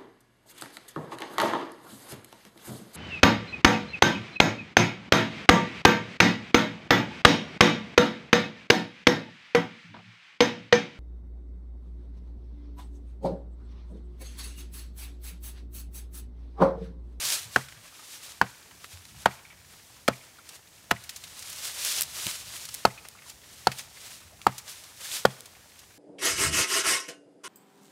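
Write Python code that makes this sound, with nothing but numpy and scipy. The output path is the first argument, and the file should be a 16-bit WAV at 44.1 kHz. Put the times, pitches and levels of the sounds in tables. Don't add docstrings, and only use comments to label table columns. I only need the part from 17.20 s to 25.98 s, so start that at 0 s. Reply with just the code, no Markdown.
import sys
import numpy as np
from scipy import signal
from scipy.fft import rfft, irfft
from scipy.io import wavfile
from scipy.ndimage import uniform_filter1d

SR = 44100
rng = np.random.default_rng(int(sys.argv[2]) if len(sys.argv) > 2 else 0)


def decibels_to_gain(level_db):
    exponent = np.asarray(level_db, float) / 20
    return 10 ** exponent


def master_out(mix):
    frames = np.transpose(np.atleast_2d(mix))
    ceiling = np.clip(frames, -1, 1)
    pcm = np.round(ceiling * 32767).astype(np.int16)
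    wavfile.write(sys.argv[1], SR, pcm)


N = 387198

# start_s, peak_db, haft_hz, blade_hz, splinter_db (re peak)
BLOWS = [
    (.3610, -0.5, 870, 1600, -24.5),
    (1.2139, -1, 950, 1645, -24),
    (2.0586, 0, 1043, 1814, -23.5),
    (2.8840, -3.5, 629, 1430, -20.5),
    (3.7117, -6.5, 1050, 1700, -14),
    (5.6510, -0.5, 866, 1405, -9.5),
    (6.4698, -4, 862, 1414, -6.5),
    (7.2664, -3.5, 846, 1294, -20),
    (8.0515, -1.5, 920, 1486, -14.5),
]


def unit(x):
    return x / np.sqrt(np.mean(x ** 2))


def curve(table):
    s, *columns = np.transpose(table)
    return [np.interp(np.arange(N) / SR, s, c) for c in columns]


def colour(x, table):
    hz, db = np.transpose(table)
    log_hz = np.log(np.arange(1, len(x) // 2 + 2) * SR / len(x))
    gain = decibels_to_gain(np.interp(log_hz, np.log(hz), db, right=-80))
    return unit(irfft(rfft(x) * gain, len(x)))


def band(x, hz, width):
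    b, a = signal.iirpeak(min(hz, .4 * SR), 1 / max(width, .02), SR)
    return signal.lfilter(b, a, x)


def ring(hz, t60, sag=0., size=8192):
    t = np.arange(size) / SR
    turns = np.cumsum(hz * (1 - sag * np.clip(t / .002, 0, 1.5))) / SR
    return np.sin(2 * np.pi * turns) * np.exp(-np.log(1000) * t / t60)


def add(out, s, x):
    i = int(s * SR)
    out[i:i + len(x)] += x[:N - i]


def walk(rate):
    k = int(SR / rate)
    steps = np.repeat(rng.standard_normal(N // k + 1), k)
    return unit(uniform_filter1d(uniform_filter1d(steps, k), k)[:N])


def burst(hz, width, rise, t60, grit_db, size=4096):
    t = np.arange(size) / SR
    grains = rng.standard_normal(size) * decibels_to_gain(grit_db * rng.exponential(size=size))
    envelope = (1 - np.exp(-t / rise)) * np.exp(-np.log(1000) * t / t60)
    x = band(grains * envelope, hz, width)
    return x / np.abs(x).max()


def distance():
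    # pitch_hz, density_db (per Hz)
    air_spectrum = [(13, -59), (22, -20), (74, -4.5), (454, -10), (535, -12.5), (649, -11), (1010, -14.5),
                    (1290, -16), (1520, -17.5), (1750, -13.5), (3480, -17), (6370, -13.5), (15800, -21.5)]
    # time_s, level_db
    hum_levels = [(0, -62.5), (.27, -59.5), (.78, -70), (1.15, -67), (1.5, -71), (1.96, -62.5),
                  (2.37, -67.5), (3.3, -68), (4.5, -67), (4.85, -61), (5.5, -61), (5.95, -69), (6.58, -62),
                  (6.89, -69), (7.3, -65), (7.6, -70), (8.78, -67)]
    air = colour(rng.standard_normal(N), air_spectrum) * decibels_to_gain(-55.5)
    low = signal.sosfilt(signal.butter(2, 170, fs=SR, output="sos"), air)
    swell, flutter = decibels_to_gain(.7 * walk(5)), decibels_to_gain(2.5 * walk(9))
    hum = unit(low) * decibels_to_gain(curve(hum_levels)[0] + 5.0) * flutter
    return (air - low) * decibels_to_gain(-1.5) * swell + hum


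def treading():
    # peak_s, peak_db, swell_s (over 20 dB), fade_s (over 20 dB)
    scuffs = [(0.123, -25.5, 0.3, 0.1169), (.34, -44.5, 0.1, .25), (.65, -52, 0.1, 0.2),
              (.96, -44, .38, 0.06), (1.04, -42.5, .07, 0.18), (1.655, -49, 0.13, .05),
              (1.726, -48.5, .11, .15), (1.894, -54.5, 0.2, 0.3), (2.034, -50, .18, .03),
              (2.52, -57.5, 0.3, 1.2), (3.295, -51.5, 0.07, .1), (3.358, -47.5, .08, .04),
              (3.56, -57, 0.1, 0.2), (4.19, -46.5, .5, 0.8), (4.3, -44.5, .04, 0.3),
              (4.485, -35.5, 0.26, 0.13), (4.669, -29, 0.1161, 0.19), (4.789, -28.5, .3, .045),
              (5.063, -32, 0.25, 0.2951), (5.363, -38.5, 0.1, 0.42), (5.545, -46, 0.2, 0.22),
              (6.1, -47, 0.1, 0.04), (6.42, -53, .55, 0.4), (6.594, -44, 0.1, 0.12), (6.858, -43, .18, .26),
              (7.22, -55, 0, 0.5), (7.49, -44.5, .08, 0.38), (7.85, -39, .1, 0.31),
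              (7.968, -31.5, 0.2047, .075), (8.6, -57.5, .5, 0.2)]
    still_db = -69.5
    lag_s, shower_db, swell_s, fade_s = .06, -52, 0.082, .27
    showers = [(blow[0] + lag_s, shower_db, swell_s, fade_s) for blow in BLOWS]
    t = np.arange(0, N + 64, 64) / SR
    power = decibels_to_gain(2 * still_db)
    for s, db, swell, fade in [*scuffs, *showers]:
        drop_db = 20 * np.maximum((s - t) / swell, (t - s) / fade)
        power = power + decibels_to_gain(2 * db - 2 * drop_db)
    return np.interp(np.arange(N) / SR, t, 10 * np.log10(power))


def leaf_grains(grit_db):
    return rng.standard_normal(N) * decibels_to_gain(grit_db * uniform_filter1d(rng.exponential(size=N), size=9))


def leaves():
    # pitch_hz, density_db (per Hz)
    leaf_spectrum = [(88, -42), (150, -11.5), (354, -9), (421, -10.5), (575, -7), (771, -10), (1070, -7.5),
                     (1470, -7), (3590, -4.5), (8810, -8.5), (15800, -14.5)]
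    level_db = treading()
    crackle = colour(leaf_grains(6.0) * decibels_to_gain(1.0 * walk(70)), leaf_spectrum)
    bright = unit(band(crackle, 7800, 1.39))
    patches = decibels_to_gain(1.5 * walk(50))
    heavy_db = -8 - 0.31 * (level_db + 45.5)
    heavy = unit(band(colour(leaf_grains(5.4), leaf_spectrum), 1100, 2.23)) * decibels_to_gain(heavy_db) * patches
    return decibels_to_gain(level_db + 1.3 * walk(35)) * (bright + heavy)


def crumbs():
    out = np.zeros(N)
    per_s, level_db = 45, -55
    for when, pitch, size in rng.random((int(per_s * N / SR), 3)):
        patter = burst(800 * 5 ** pitch, .5, 0.0018, .03, 1.5, size=1024)
        add(out, when * N / SR, decibels_to_gain(level_db + 9 * size) * patter)
    return out


def debris():
    # start_s, peak_db, colour_hz
    twig_snaps = [(0.1027, -11, 3700), (0.223, -33.5, 7770), (0.2397, -43, 4470), (1.7728, -30.5, 2590),
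                  (4.8094, -6, 10270), (4.8184, -10, 7770), (4.822, -10, 9280), (5.0674, -13.5, 3450),
                  (5.5422, -17, 10800), (5.548, -22, 6660), (5.886, -25, 5700), (7.216, -31, 2760),
                  (8.2068, -22.5, 7170)]
    # start_s, peak_db, pitch_hz, t60_s
    foot_thuds = [
        (.255, -37, 110, .08),
        (1.733, -34, 88, 0.12),
        (1.79, -43, 90, .1),
        (5.06, -29.5, 111, 0.06),
        (5.062, -30, 190, 0.048),
        (5.065, -34, 330, .04),
        (5.066, -34, 617, 0.028),
        (5.067, -36, 900, .025),
        (7.05, -43, 80, .12),
        (6.13, -48, 65, .12),
    ]
    # start_s, peak_db, colour_hz, t60_s
    chip_landings = [(0.4845, -35, 2620, 0.04), (0.522, -33.5, 1480, 0.03), (1.118, -33, 4950, 0.03),
                     (1.5095, -40.5, 1410, 0.057), (1.6422, -29, 1640, 0.024), (1.8522, -35, 3300, 0.018),
                     (3.2895, -30, 5080, 0.04), (3.332, -41, 3020, 0.04), (3.8373, -35, 7100, 0.045),
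                     (3.892, -23.5, 4750, 0.057), (3.9602, -26.5, 5150, 0.058),
                     (4.0372, -30.5, 3830, 0.058), (4.191, -25, 5650, 0.045), (4.2237, -28, 4370, 0.037),
                     (4.2976, -28, 7890, 0.03), (4.327, -30, 5880, 0.045), (4.6473, -17, 6600, 0.019),
                     (4.8313, -22.5, 7560, 0.026), (5.452, -27, 6620, 0.026), (5.4876, -26.5, 4020, 0.031),
                     (5.85, -34, 1410, 0.049), (6.096, -31, 5700, 0.05), (6.5162, -25, 2200, 0.042),
                     (6.585, -26.5, 5430, 0.022), (6.5922, -27, 2764, 0.062), (7.38, -24.5, 6000, 0.06),
                     (7.4779, -33, 3700, 0.045), (7.636, -31.5, 4500, 0.038), (8.2563, -31.5, 5040, 0.045),
                     (8.5902, -38, 5260, 0.055)]
    # start_s, peak_db, pitch_hz, t60_s
    branch_ticks = [(1.945, -50, 720, 0.023), (2.25, -40, 2250, 0.036), (2.30, -42.5, 2300, 0.083),
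                    (3.185, -44, 1400, 0.03), (5.985, -41, 2150, 0.041), (6.02, -42, 2150, .04),
                    (6.059, -46, 1030, 0.037), (6.234, -48, 1900, 0.029), (7.12, -49, 644, 0.13),
                    (.792, -42, 1260, .03), (6.768, -40, 2130, 0.047), (8.35, -44, 2240, .04),
                    (7.855, -33, 1670, .02), (7.913, -26, 3600, .025), (5.775, -38, 2500, 0.054),
                    (5.95, -44, 1200, .04)]
    out = np.zeros(N)
    for s, db, hz in twig_snaps:
        add(out, s, decibels_to_gain(db) * burst(hz, 1.1, .0001, 0.0069, 4.6))
    for s, db, hz, t60 in foot_thuds:
        onset = 1 - np.exp(-np.arange(8192) / SR / (.2 * t60))
        add(out, s, decibels_to_gain(db + 6) * ring(hz, t60) * onset)
    for s, db, hz, t60 in chip_landings:
        add(out, s, decibels_to_gain(db) * burst(hz, 1.1, .001, t60, 2.5))
    for s, db, hz, t60 in branch_ticks:
        add(out, s, decibels_to_gain(db) * burst(hz, 0.12, 0.0028, t60, 0.88, size=8192))
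    return out


def axe():
    # drive_s, blade_db (re haft), knock_db (re haft), knock_hz, sag_share
    bites = [(.0026, 7.5, 0.5, 580, .055), (.0022, 3, -7.5, 650, 0.048), (.0022, 2.5, -3.5, 510, 0.31),
             (0.0031, -1, -5.5, 273, 0.093), (.0013, 0.5, -8, 910, .028), (.0043, 5, 8, 490, 0.045),
             (.0036, -5.5, -4, 533, .036), (.0042, -3, -6, 480, .024), (0.0051, 4.5, 10, 510, 0.022)]
    # start_s, peak_db, pitch_hz, length_s
    bark_grazes = [(0.36, -15.5, 2190, 0.00094), (2.057, -17, 2000, .0015), (2.8787, -11, 1840, 0.0034),
                   (3.708, -17.5, 2450, 0.0036), (3.711, -10.5, 2240, .002), (3.7126, -9.5, 1310, 0.0014),
                   (3.716, -17, 697, 0.0026), (8.0485, -29, 1980, 0.0066)]
    # pitch_hz, level_db, t60_s
    trunk_modes = [(85, -34, .1), (122, -31, .22), (165, -32, .08), (198, -23, .06), (250, -24, .055),
                   (700, -29, .035), (930, -30, .035)]
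    # pitch_hz, level_db
    blade_modes = [(4390, 0.5), (5110, -4.5), (2580, -8), (2150, -6)]
    out, t = np.zeros(N), np.arange(8192) / SR
    stone = sum(decibels_to_gain(g) * ring(f, 0.013) for f, g in blade_modes) * np.clip(t / 0.00079, 0, 1)
    for blow, (drive, blade_db, knock_db, knock_hz, sag) in zip(BLOWS, bites):
        s, db, haft_hz, blade_hz, splinter_db = blow
        contact = np.clip(t / 0.00081, 0, 1) * np.exp(-np.clip(t - drive, 0, 1) / .0008)
        head = ring(haft_hz, 0.11, sag) - decibels_to_gain(blade_db) * ring(blade_hz, 0.043, sag)
        head = head + decibels_to_gain(knock_db) * ring(knock_hz, 0.035)
        crush = burst(790, 0.4, 0.0021, 0.063, 0.92, size=len(t))
        add(out, s, decibels_to_gain(db) * contact * (head / np.abs(head).max() + decibels_to_gain(-3.5) * crush))

        luck = rng.standard_normal((len(trunk_modes), 2))
        trunk = sum(decibels_to_gain(g + 2.0 * a) * ring(f * (1 + .04 * b), t60)
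                    for (f, g, t60), (a, b) in zip(trunk_modes, luck))
        thump_db, fibre_db = -4 + 900 * drive, -13.5 - 1000 * drive
        add(out, s + 0.0035, decibels_to_gain(thump_db) * trunk * np.clip(t / .003, 0, 1))
        fibres = band(burst(670, 1.8, 0.0012, 0.10, 1.5, size=len(t)), 890, 1.9)
        add(out, s + .002, decibels_to_gain(db + fibre_db) * fibres)
        add(out, s + .0012, decibels_to_gain(db + splinter_db + 0.5) * stone)
        splinters = burst(3600, 1.0, 0.00077, 0.022, 3.3)
        add(out, s + 0.00038, decibels_to_gain(db + splinter_db - 3.5) * splinters)
    for s, db, hz, length in bark_grazes:
        add(out, s, decibels_to_gain(db) * burst(hz, .7, length, 6 * length, 1.0))
    return out


def woodland(x):
    # delay_s, level_db, colour_hz, width_share
    echo_paths = [
        (.0045, -27, 1400, 1.5),
        (.024, -38, 200, .5),
        (.047, -32, 2170, .3),
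        (.122, -39, 2300, .7),
        (.197, -42, 2200, .7),
        (.3, -44, 2200, .8),
    ]
    size = SR // 2
    t = np.arange(size) / SR
    decay = np.exp(-np.log(1000) * t / 0.79)
    tail = decibels_to_gain(-63.5) * rng.standard_normal(size) * decay * np.clip(t / .01, 0, 1)
    near, far = np.zeros(size), np.zeros(size)
    for delay, db, hz, width in echo_paths:
        smear = band(burst(hz, width, .0001 + .06 * delay, .001 + .6 * delay, .5), hz, width)
        i = int(delay * SR)
        side = near if delay < .04 else far
        side[i:i + len(smear)] += decibels_to_gain(db) * smear / np.sqrt(np.sum(smear ** 2))
    far = signal.sosfilt(signal.butter(4, 1950, "high", fs=SR, output="sos"), far)
    return signal.fftconvolve(x, tail + near + far)[:N]


def clatter():
    out = np.zeros(N)
    level_db, hz, t60_s = -37, 1500, .45
    for s, *_ in BLOWS:
        rattle = band(burst(hz, 1.3, .03, t60_s, 4.5, size=16384), hz, 1.6)
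        add(out, s + .03, decibels_to_gain(level_db) * rattle)
    return out


def scene():
    blows = axe()
    ground = leaves() + crumbs() + debris()
    return (distance() + ground + blows + woodland(blows) + clatter())[None]


def top_cut(x):
    return signal.sosfilt(signal.butter(12, 17000, fs=SR, output="sos"), x)


def record(dry):
    ceiling, knee = .71, 6
    heard = signal.sosfilt(signal.butter(2, 50, "high", fs=SR, output="sos"), dry)
    heard = heard / (1 + np.abs(heard / ceiling) ** knee) ** (1 / knee)
    heard = signal.sosfilt(signal.butter(10, 15700, fs=SR, output="sos"), heard)
    return top_cut(heard)


dry = scene()
out = record(dry)
master_out(out)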